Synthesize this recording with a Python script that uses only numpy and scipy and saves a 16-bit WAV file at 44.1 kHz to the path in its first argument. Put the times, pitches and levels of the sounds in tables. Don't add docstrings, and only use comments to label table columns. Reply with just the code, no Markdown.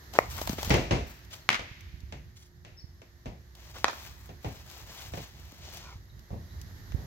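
import sys
import numpy as np
from scipy import signal
from scipy.fft import rfft, irfft, next_fast_len
from scipy.io import wavfile
from scipy.ndimage import map_coordinates

SR = 44100
rng = np.random.default_rng(int(sys.argv[2]) if len(sys.argv) > 2 else 0)


def persist_wave(psi):
    counts = np.round(np.clip(psi, -1, 1) * 32767).astype(np.int16)
    wavfile.write(sys.argv[1], SR, np.atleast_2d(counts).T)


N = 311346
PORT_LAG_S = 0.0005

# time_s, level_db
TRAFFIC_LEVEL = [(0, -57.5), (.6, -41), (1.2, -53), (3.1, -56), (5.9, -53.5), (7.06, -46.5)]
AIR_LEVEL = [(0, -56), (1.3, -61), (2.6, -68.5), (4.3, -62), (6.1, -64.5), (6.6, -58), (7.06, -56.5)]
# frequency_hz, level_db
RUMBLE_SPECTRUM = [(18, -36.5), (30, -8.5), (44, -8), (64, 1.5), (125, -7.5), (185, -16), (320, -28.5),
                   (600, -59.5)]
AIR_SPECTRUM = [(120, -23.5), (250, -11), (400, -12), (520, -16), (850, -15), (1400, -15.5), (1850, -9.5),
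                (2500, -26.5), (3900, -19.5), (6500, -23), (9500, -31.5), (12000, -25), (14000, -29.5),
                (16000, -33.5)]
THIN_SPECTRUM = [(9500, -44.5), (11200, -12), (11800, 0), (12700, -3), (13400, -13), (16000, -20)]
# frequency_hz, t60_s
YARD_DECAY = [(100, .5), (600, 0.53), (2200, 1.35), (5000, 1.6), (9000, 0.75), (16000, 0.25)]
# start_s, length_s, start_hz, end_hz, level_db
BIRD_NOTES = [(1.405, 0.034, 4500, 4150, -63), (2.766, .045, 5020, 5470, -54),
              (2.801, 0.015, 4740, 4520, -58.5), (6.091, 0.0197, 4300, 3800, -63.5),
              (6.484, 0.056, 3780, 4030, -65.5)]
# start_s, level_db, dullness_db, t60_s
FAR_THUDS = [(.704, -21.5, 5, .24), (.74, -29, 6.5, 0.46), (0.909, -26, 7.5, 0.35), (1.594, -43, 5, .28),
             (2.124, -47.5, 2.5, 0.299), (2.649, -58, -1, 0.52), (3.018, -56.5, 3.5, 0.25),
             (3.258, -41.5, 10.5, .32), (4.292, -48, 9, 0.22), (4.446, -38, 10, 0.32),
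             (5.137, -38, 9, 0.12), (5.174, -42, 8, .22), (6.305, -39, 20, .32), (6.921, -59, -6, 0.036),
             (6.947, -51, 18.5, 1)]
# frequency_hz, level_db
BOOM_SPECTRUM = [(22, -45), (35, -17.5), (52, 1), (100, 1), (170, -5.5), (300, -16.5), (700, -56)]
BODY_SPECTRUM = [(90, -53.5), (200, -1.5), (380, -1), (700, -1), (1100, -10), (1800, -35), (4000, -71)]
CRACK_SPECTRUM = [(500, -28.5), (1300, -6.5), (2100, -2), (2700, -4), (3500, -11), (6500, -16.5),
                  (8500, -25.5), (16000, -52)]
STRIKE_SPECTRUM = [(300, -13.5), (900, 6), (1800, -14.5), (3000, 1), (4400, -17), (7000, -9), (12000, -35),
                   (16000, -58)]
KNOCK_SPECTRUM = [(200, -23.5), (480, -2.5), (720, 0.5), (1100, -13), (2500, -31.5), (8000, -59)]
# start_s, level_db, pitch_hz, left_over_right_db
SOFT_THUMPS = [(0.4163, -22, 624, 0), (.4745, -24, 700, 0), (0.497, -19, 208, -0.5), (0.532, -26, 231, -1),
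               (.586, -26.5, 303, 0), (.676, -29, 169, 0), (1.713, -38, 99.7, -5.5), (1.941, -38, 75, -12),
               (2.035, -37, 70.1, -11), (2.842, -39, 89, -13), (5.526, -42, 298, 0),
               (5.957, -36, 75.4, -1.5), (6.946, -27, 89, -20.5)]
# peak_s, width_s, level_db, centre_hz
SHEET_SCUFFS = [(.163, 0.019, -43, 601), (0.314, .016, -50.5, 4960), (.391, 0.0115, -41.5, 1090),
                (.59, 0.008, -42.5, 1320), (1.336, .008, -39.5, 2785), (2.372, 0.0085, -58.5, 3495),
                (2.422, 0.046, -64.5, 4120), (3.764, 0.019, -54, 893), (5.008, 0.039, -55.5, 2270),
                (5.769, 0.025, -53.5, 3870)]
# pitch_hz, level_db
SWISH_BANDS = [(1000, 0), (1370, 0), (2300, -3), (5250, -12)]
# start_s, length_s, crinkle_db, drag_db
SHEET_PUSHES = [(0.127, 0.036, -58.5, -50), (0.18, 0.073, -65, -62), (0.286, 0.13, -50.5, -52.5),
                (0.465, .05, -53.5, -52.5), (0.557, .185, -53.5, -46.5), (1.062, 0.039, -59, -88),
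                (1.3, .045, -60.5, -56), (3.544, 0.16, -66.5, -61), (3.736, 0.048, -61.5, -56),
                (3.86, 0.21, -59.5, -56), (4.143, 0.14, -69, -79), (4.398, .2, -63, -60),
                (4.652, 0.16, -60.5, -57), (4.852, .21, -57.5, -54.5), (5.125, .11, -59.5, -54),
                (5.306, 0.31, -68, -62.5), (5.606, 0.17, -68.5, -55), (5.789, 0.12, -80, -62),
                (5.72, 0.029, -62, -70)]
# frequency_hz, level_db
CREASE_SPECTRUM = [(400, -21.5), (900, 3), (2000, -2.5), (3500, -6.5), (6000, -7.5), (8000, -5.5),
                   (10000, -14.5), (12500, -4.5), (16000, -7.5)]
SCRAPE_SPECTRUM = [(150, -10), (400, -6.5), (650, -1), (1200, -9.5), (2200, -6), (3000, -5), (6500, -9),
                   (9000, -22.5), (14000, -39.5)]
# start_s, level_db, knock_db, leftward_db (halved in panning)
FILM_SNAPS = [(.1368, -33, -10.5, 11), (.415, -23, -5.5, 0), (0.474, -21.5, -4.5, 1),
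              (0.4938, -22.5, -10, 2), (0.531, -29.5, -7.5, -3), (.5837, -36.5, 1, 5), (.63, -23, -9, 11),
              (0.6474, -25, -11, 9), (0.6957, -24, -10, 13), (0.7417, -26.5, 1, 13), (1.249, -45, -30, 5),
              (1.808, -41, -21, 0.5), (2.004, -46.5, -31.5, 2), (3.5519, -40.5, -17, 2),
              (4.6994, -39, -25, 14), (5.021, -34.5, -18, 12), (5.772, -35.5, -15, 8),
              (6.193, -44, -21.5, 2), (6.6148, -36.5, -35, 10)]
# start_s, level_db, right_lag_ms, left_over_right_db, reverb_send_db
BUBBLE_POPS = [(.1881, -0.5, 0.16, 2, -46.5), (1.4907, -1, 0.049, 1, -34), (3.8441, -2.5, 0.079, 2, -39.5)]
# frequency_hz, level_db
SLACK_SPECTRUM = [(53, -49.5), (90, -19), (690, -1.5), (1210, -4), (1640, -16.5), (2090, -3.5),
                  (2380, -12.5), (3430, -38), (5780, -32.5), (6870, -44), (7490, -26), (8530, -52),
                  (12600, -35), (16000, -51.5)]
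TIGHT_SPECTRUM = [(53, -39.5), (90, -16.5), (419, -16), (1070, -5.5), (1570, -5), (2130, -1.5), (2480, -6),
                  (3430, -11.5), (5530, -20.5), (6440, -21), (7660, -27), (12300, -37.5), (16000, -44)]
MIDDLING_SPECTRUM = [(53, -62), (90, -22.5), (998, 2), (1830, -3.5), (2130, -10), (2480, -4), (2830, -19.5),
                     (3290, -9), (4550, -15), (7330, -21), (8910, -31), (12100, -35.5), (16000, -55)]
# arrival_s, gain_db, left_over_right_db, t60_s
WALL_ECHOES = [(1.5027, -10, 9.5, 0.0096), (1.5285, -9.5, -1, 0.051), (1.544, -11.5, -2, 0.032),
               (1.552, -12.5, 5.5, 0.068), (1.594, -24.5, -0.5, 0.025), (3.853, -15.5, -7, 0.02),
               (3.8809, -10.5, -10.5, 0.04), (3.896, -16, 2, 0.098), (3.931, -23, -5, 0.06)]
# frequency_hz, gain_db
LEFT_RESPONSE = [(20, -14), (48, 3), (1500, 0.5), (6000, 4), (8500, 0), (12000, 3), (16000, 5)]
RIGHT_RESPONSE = [(20, -14), (48, 3.5), (1500, 0.5), (7000, 3.5), (8300, -15.5), (9500, -12.5), (12000, 2),
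                  (15500, -11)]


def amp(db):
    return 10 ** (np.asarray(db) / 20)


def unit(x):
    return x / np.sqrt(np.mean(x ** 2) + 1e-20)


def along(points, hz):
    knots_hz, values = np.transpose(points)
    return np.interp(np.log(hz + 1), np.log(knots_hz + 1), values)


def level(curve):
    return amp(np.interp(np.arange(N) / SR, *np.transpose(curve)))


def pan(db):
    return amp([[db / 2], [-db / 2]])


def wobble(rate):
    return map_coordinates(rng.standard_normal(int(N * rate / SR) + 4), [np.arange(N) * rate / SR])


def filtered(x, response):
    n = x.shape[-1]
    size = next_fast_len(n + 4096)
    return irfft(rfft(x, size) * response(np.fft.rfftfreq(size, 1 / SR)), size)[..., :n]


def coloured(x, spectrum):
    return filtered(x, lambda hz: amp(along(spectrum, hz)))


def impulse(spectrum, size=2048):
    magnitude = amp(along(spectrum, np.fft.rfftfreq(size, 1 / SR)))
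    cepstrum = irfft(np.log(magnitude + 1e-5))
    fold = np.r_[1, np.full(size // 2 - 1, 2), np.zeros(size // 2)]
    pulse = irfft(np.exp(rfft(cepstrum * fold)))
    return pulse / np.abs(pulse).max()


def ports(x, lag_s):
    return np.array([x, filtered(x, lambda hz: np.exp(-2j * np.pi * hz * lag_s))])


def diffuse(size):
    coherence = lambda hz: 0.93 * np.sinc(2 * hz * PORT_LAG_S)
    noise = rng.standard_normal((2, size))
    mid, side = filtered(noise, lambda hz: np.sqrt([1 + coherence(hz), 1 - coherence(hz)]))
    return unit(np.array([mid + side, mid - side]))


def add(out, start_s, sound):
    start = max(round(start_s * SR), 0)
    out[:, start:start + sound.shape[1]] += sound[:, :max(N - start, 0)]


def via(x, path):
    return signal.fftconvolve(x[None], path, axes=1)[:, :N]


def yard(early_t60=0.34, late_db=-15, build_s=0.0061):
    t = np.arange(SR) / SR
    hz, frame_s, spectra = signal.stft(diffuse(SR), SR, nperseg=256)
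    decay = amp(-60 * frame_s / along(YARD_DECAY, hz)[:, None])
    late = signal.istft(spectra * decay, SR, nperseg=256)[1][:, :SR]
    early = diffuse(SR) * amp(-60 * t / early_t60)
    tail = (early + amp(late_db) * late) * (1 - np.exp(-t / build_s))
    return tail / np.linalg.norm(tail[0])


def scatter(t60):
    t = np.arange(SR // 10) / SR
    spray = diffuse(len(t)) * amp(-60 * t / t60)
    return spray / np.linalg.norm(spray, axis=1, keepdims=True)


def outdoors(hum_hz=353, hum_db=-70, thin_db=-18):
    swell = amp(3.1 * wobble(10))
    rumble = swell * level(TRAFFIC_LEVEL) * unit(coloured(diffuse(N), RUMBLE_SPECTRUM))
    air = amp(0.51 * wobble(30)) * level(AIR_LEVEL) * unit(coloured(diffuse(N), AIR_SPECTRUM))
    thin = amp(thin_db) * level(AIR_LEVEL) * unit(coloured(rng.standard_normal(N), THIN_SPECTRUM))
    hum = amp(hum_db + wobble(6.7)) * np.sin(2 * np.pi * np.cumsum(hum_hz + 3 * wobble(8.8)) / SR)
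    return pan(-2.3) * rumble + pan(-3) * air + pan(-14) * thin + hum


def bird(reverb_db=-2, waver_hz=150):
    song = np.zeros((2, N))
    for start_s, length_s, start_hz, end_hz, db in BIRD_NOTES:
        progress = np.linspace(0, 1, int(length_s * SR))
        hz = start_hz + (end_hz - start_hz) * np.sin(np.pi * progress / 2)
        hz += waver_hz * wobble(400)[:len(hz)]
        note = np.sin(np.pi * progress) * np.sin(2 * np.pi * np.cumsum(hz) / SR)
        add(song, start_s, amp(db) * pan(4) * ports(note, PORT_LAG_S / 2))
    return song + amp(reverb_db) * via(song[0], yard())


def thuds(rise_s=0.0016, front_t60=0.016, linger_t60=1.6, direct_cap_db=-34):
    out, t = np.zeros((2, N)), np.arange(SR) / SR
    arrivals = lambda: diffuse(N + SR) + amp(-6) * ports(rng.standard_normal(N + SR), -PORT_LAG_S)
    bands = np.array([unit(coloured(arrivals(), band))
                      for band in (BOOM_SPECTRUM, BODY_SPECTRUM, CRACK_SPECTRUM)])
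    strike = ports(impulse(STRIKE_SPECTRUM), PORT_LAG_S)[::-1]
    knock = ports(impulse(KNOCK_SPECTRUM), PORT_LAG_S)[::-1]
    for start_s, db, dull_db, t60 in FAR_THUDS:
        boom, body, crack = bands[:, :, round(start_s * SR):][:, :, :SR]
        softness = np.exp((dull_db / 12.5) ** 2)
        onset = 1 - np.exp(-t / (rise_s * softness))
        fade = amp(-60 * t / t60)
        crack_fade = fade + amp(9 - 60 * t / front_t60) + amp(-26 - 60 * t / linger_t60)
        low = fade * (amp(-1.5 + 0.57 * dull_db) * boom + pan(1) * body)
        high = crack_fade * amp(-dull_db) * pan(1.4) * crack
        direct = (amp(20 - dull_db) * strike + amp(10) * knock) / np.sqrt(softness)
        add(out, start_s, amp(db) * onset * (low + high))
        add(out, start_s, amp(min(db, direct_cap_db)) * direct)
    return out


def thumps(rise_s=0.00053, t60_cycles=3.8):
    out, t = np.zeros((2, N)), np.arange(SR // 5) / SR
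    for start_s, db, hz, side_db in SOFT_THUMPS:
        envelope = amp(db - 60 * t * hz / t60_cycles) * (1 - np.exp(-t / rise_s))
        thump = -1.5 * envelope * np.sin(2 * np.pi * hz * t)
        add(out, start_s, pan(side_db) * ports(thump, PORT_LAG_S / 2))
    return out


def grains(rate, spread_db, clump_db):
    occurs = rng.random(N) < rate / SR
    clicks = occurs * rng.standard_normal(N)
    size = np.minimum(rng.exponential(size=N), 4)
    return unit(clicks * amp(spread_db * size + clump_db * wobble(70)))


def scuffs(slope_db_per_octave=9):
    out, t = np.zeros((1, N)), np.arange(SR // 4) / SR - 1 / 8
    grit = grains(rate=7400, spread_db=0, clump_db=2.5)
    for peak_s, width_s, db, centre_hz in SHEET_SCUFFS:
        band = lambda hz: amp(-slope_db_per_octave * np.hypot(1, np.log2((hz + 1) / centre_hz)))
        burst = unit(filtered(grit[round(peak_s * SR):][:len(t)], band))
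        envelope = amp(db) * np.exp(-(t / width_s) ** 2)
        add(out, peak_s + t[0], (envelope * burst)[None])
    return out[0]


def swish(peak_s=5.895, width_s=0.068, glide_per_s=1.5):
    t = np.arange(N) / SR - peak_s
    pitch_ratio = np.exp(-glide_per_s * np.clip(t, -.5, .5))
    phase_per_hz = 2 * np.pi * np.cumsum(pitch_ratio) / SR
    bands = unit(sum(amp(db) * wobble(330) * np.sin(hz * phase_per_hz) for hz, db in SWISH_BANDS))
    return amp(-59.5) * bands * np.exp(-(t / width_s) ** 4)


def push(start_s, length_s, attack_share=0.25, grow_db=3.5, release_t60=0.39):
    t = np.arange(N) / SR - start_s
    attack = np.clip(t / (attack_share * length_s), 0, 1)
    hold_db = grow_db * (np.clip(t / length_s, 0, 1) - .5)
    release_db = -60 * np.clip((t - length_s) / release_t60, 0, 2)
    return attack * amp(hold_db + release_db)


def sheet(muzzle_from_s=3, paw_lag_s=0.00023, muzzle_lag_s=0.00011, spill_db=-2, reverb_db=-15):
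    bending, sliding = sum(amp([[crinkle_db], [drag_db]]) * push(start_s, length_s)
                           for start_s, length_s, crinkle_db, drag_db in SHEET_PUSHES)
    bending *= amp(2.5 + 0.56 * wobble(7.3))
    crackle = lambda: grains(rate=2200, spread_db=1.5, clump_db=2.64)
    grit = lambda: grains(rate=7000, spread_db=1.5, clump_db=1.65)
    rasp = lambda: amp(-1) * sliding * unit(coloured(grit(), SCRAPE_SPECTRUM))
    clicks = crackle() + amp(-4) * grains(rate=170, spread_db=2.6, clump_db=1.8)
    creases = bending * unit(coloured(clicks, CREASE_SPECTRUM))
    skids = scuffs() + swish()
    rubbing = rasp() + skids
    nosing = np.arange(N) / SR > muzzle_from_s
    placed_creases = ports(creases * ~nosing, paw_lag_s) + ports(creases * nosing, muzzle_lag_s)
    direct = pan(4) * placed_creases + ports(rubbing, muzzle_lag_s)
    spread = np.array([bending * unit(coloured(crackle(), CREASE_SPECTRUM)) + rasp() for _ in "LR"])
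    spill = amp(spill_db) * pan(2) * (spread + via(skids, scatter(0.01)))
    return pan(1.4) * (direct + spill) + amp(reverb_db) * via(creases + rubbing, yard())


def snaps(shiver_db=8, shiver_t60=0.026):
    out = np.zeros((2, N))
    tick = impulse([(900, -32.5), (3000, -0.5), (6500, -2), (9000, -7), (15000, -6.5)])
    knock = impulse([(200, 3.5), (700, 22), (2200, 6), (5000, -26.5)])
    for start_s, db, knock_db, leftward_db in FILM_SNAPS:
        pulse = tick + amp(knock_db - 1) * knock
        gain = amp(db) * pan(leftward_db / 2)
        add(out, start_s + 0.00024, gain * ports(pulse, PORT_LAG_S))
        add(out, start_s, gain * amp(shiver_db) * via(pulse, scatter(shiver_t60)))
    return out


def pops(ground_db=-8, reverb_gain_db=29):
    out = np.zeros((2, N))
    spectra = SLACK_SPECTRUM, TIGHT_SPECTRUM, MIDDLING_SPECTRUM
    for (start_s, db, lag_ms, side_db, send_db), spectrum in zip(BUBBLE_POPS, spectra):
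        pulse = amp(db) * impulse(spectrum)
        add(out, start_s, pan(side_db) * ports(pulse, lag_ms / 1000))
        add(out, start_s + 0.0007, amp(ground_db) * via(pulse, scatter(0.016)))
        add(out, start_s + 0.0046, amp(send_db + reverb_gain_db) * via(pulse, yard()))
        for arrival_s, echo_db, echo_side_db, t60 in WALL_ECHOES:
            if start_s < arrival_s < start_s + .5:
                add(out, arrival_s, amp(echo_db) * pan(echo_side_db) * via(pulse, scatter(t60)))
    return out


def scene():
    return pops() + thuds() + thumps() + snaps() + sheet() + bird() + outdoors()


def record(dry, cutoff_hz=15950):
    heard = np.array([coloured(dry[0], LEFT_RESPONSE), coloured(dry[1], RIGHT_RESPONSE)])
    saturated = heard / (1 + heard ** 8) ** (1 / 8)
    return filtered(saturated, lambda hz: 1 / (1 + (hz / cutoff_hz) ** 120))


dry = scene()
out = record(dry)
persist_wave(out)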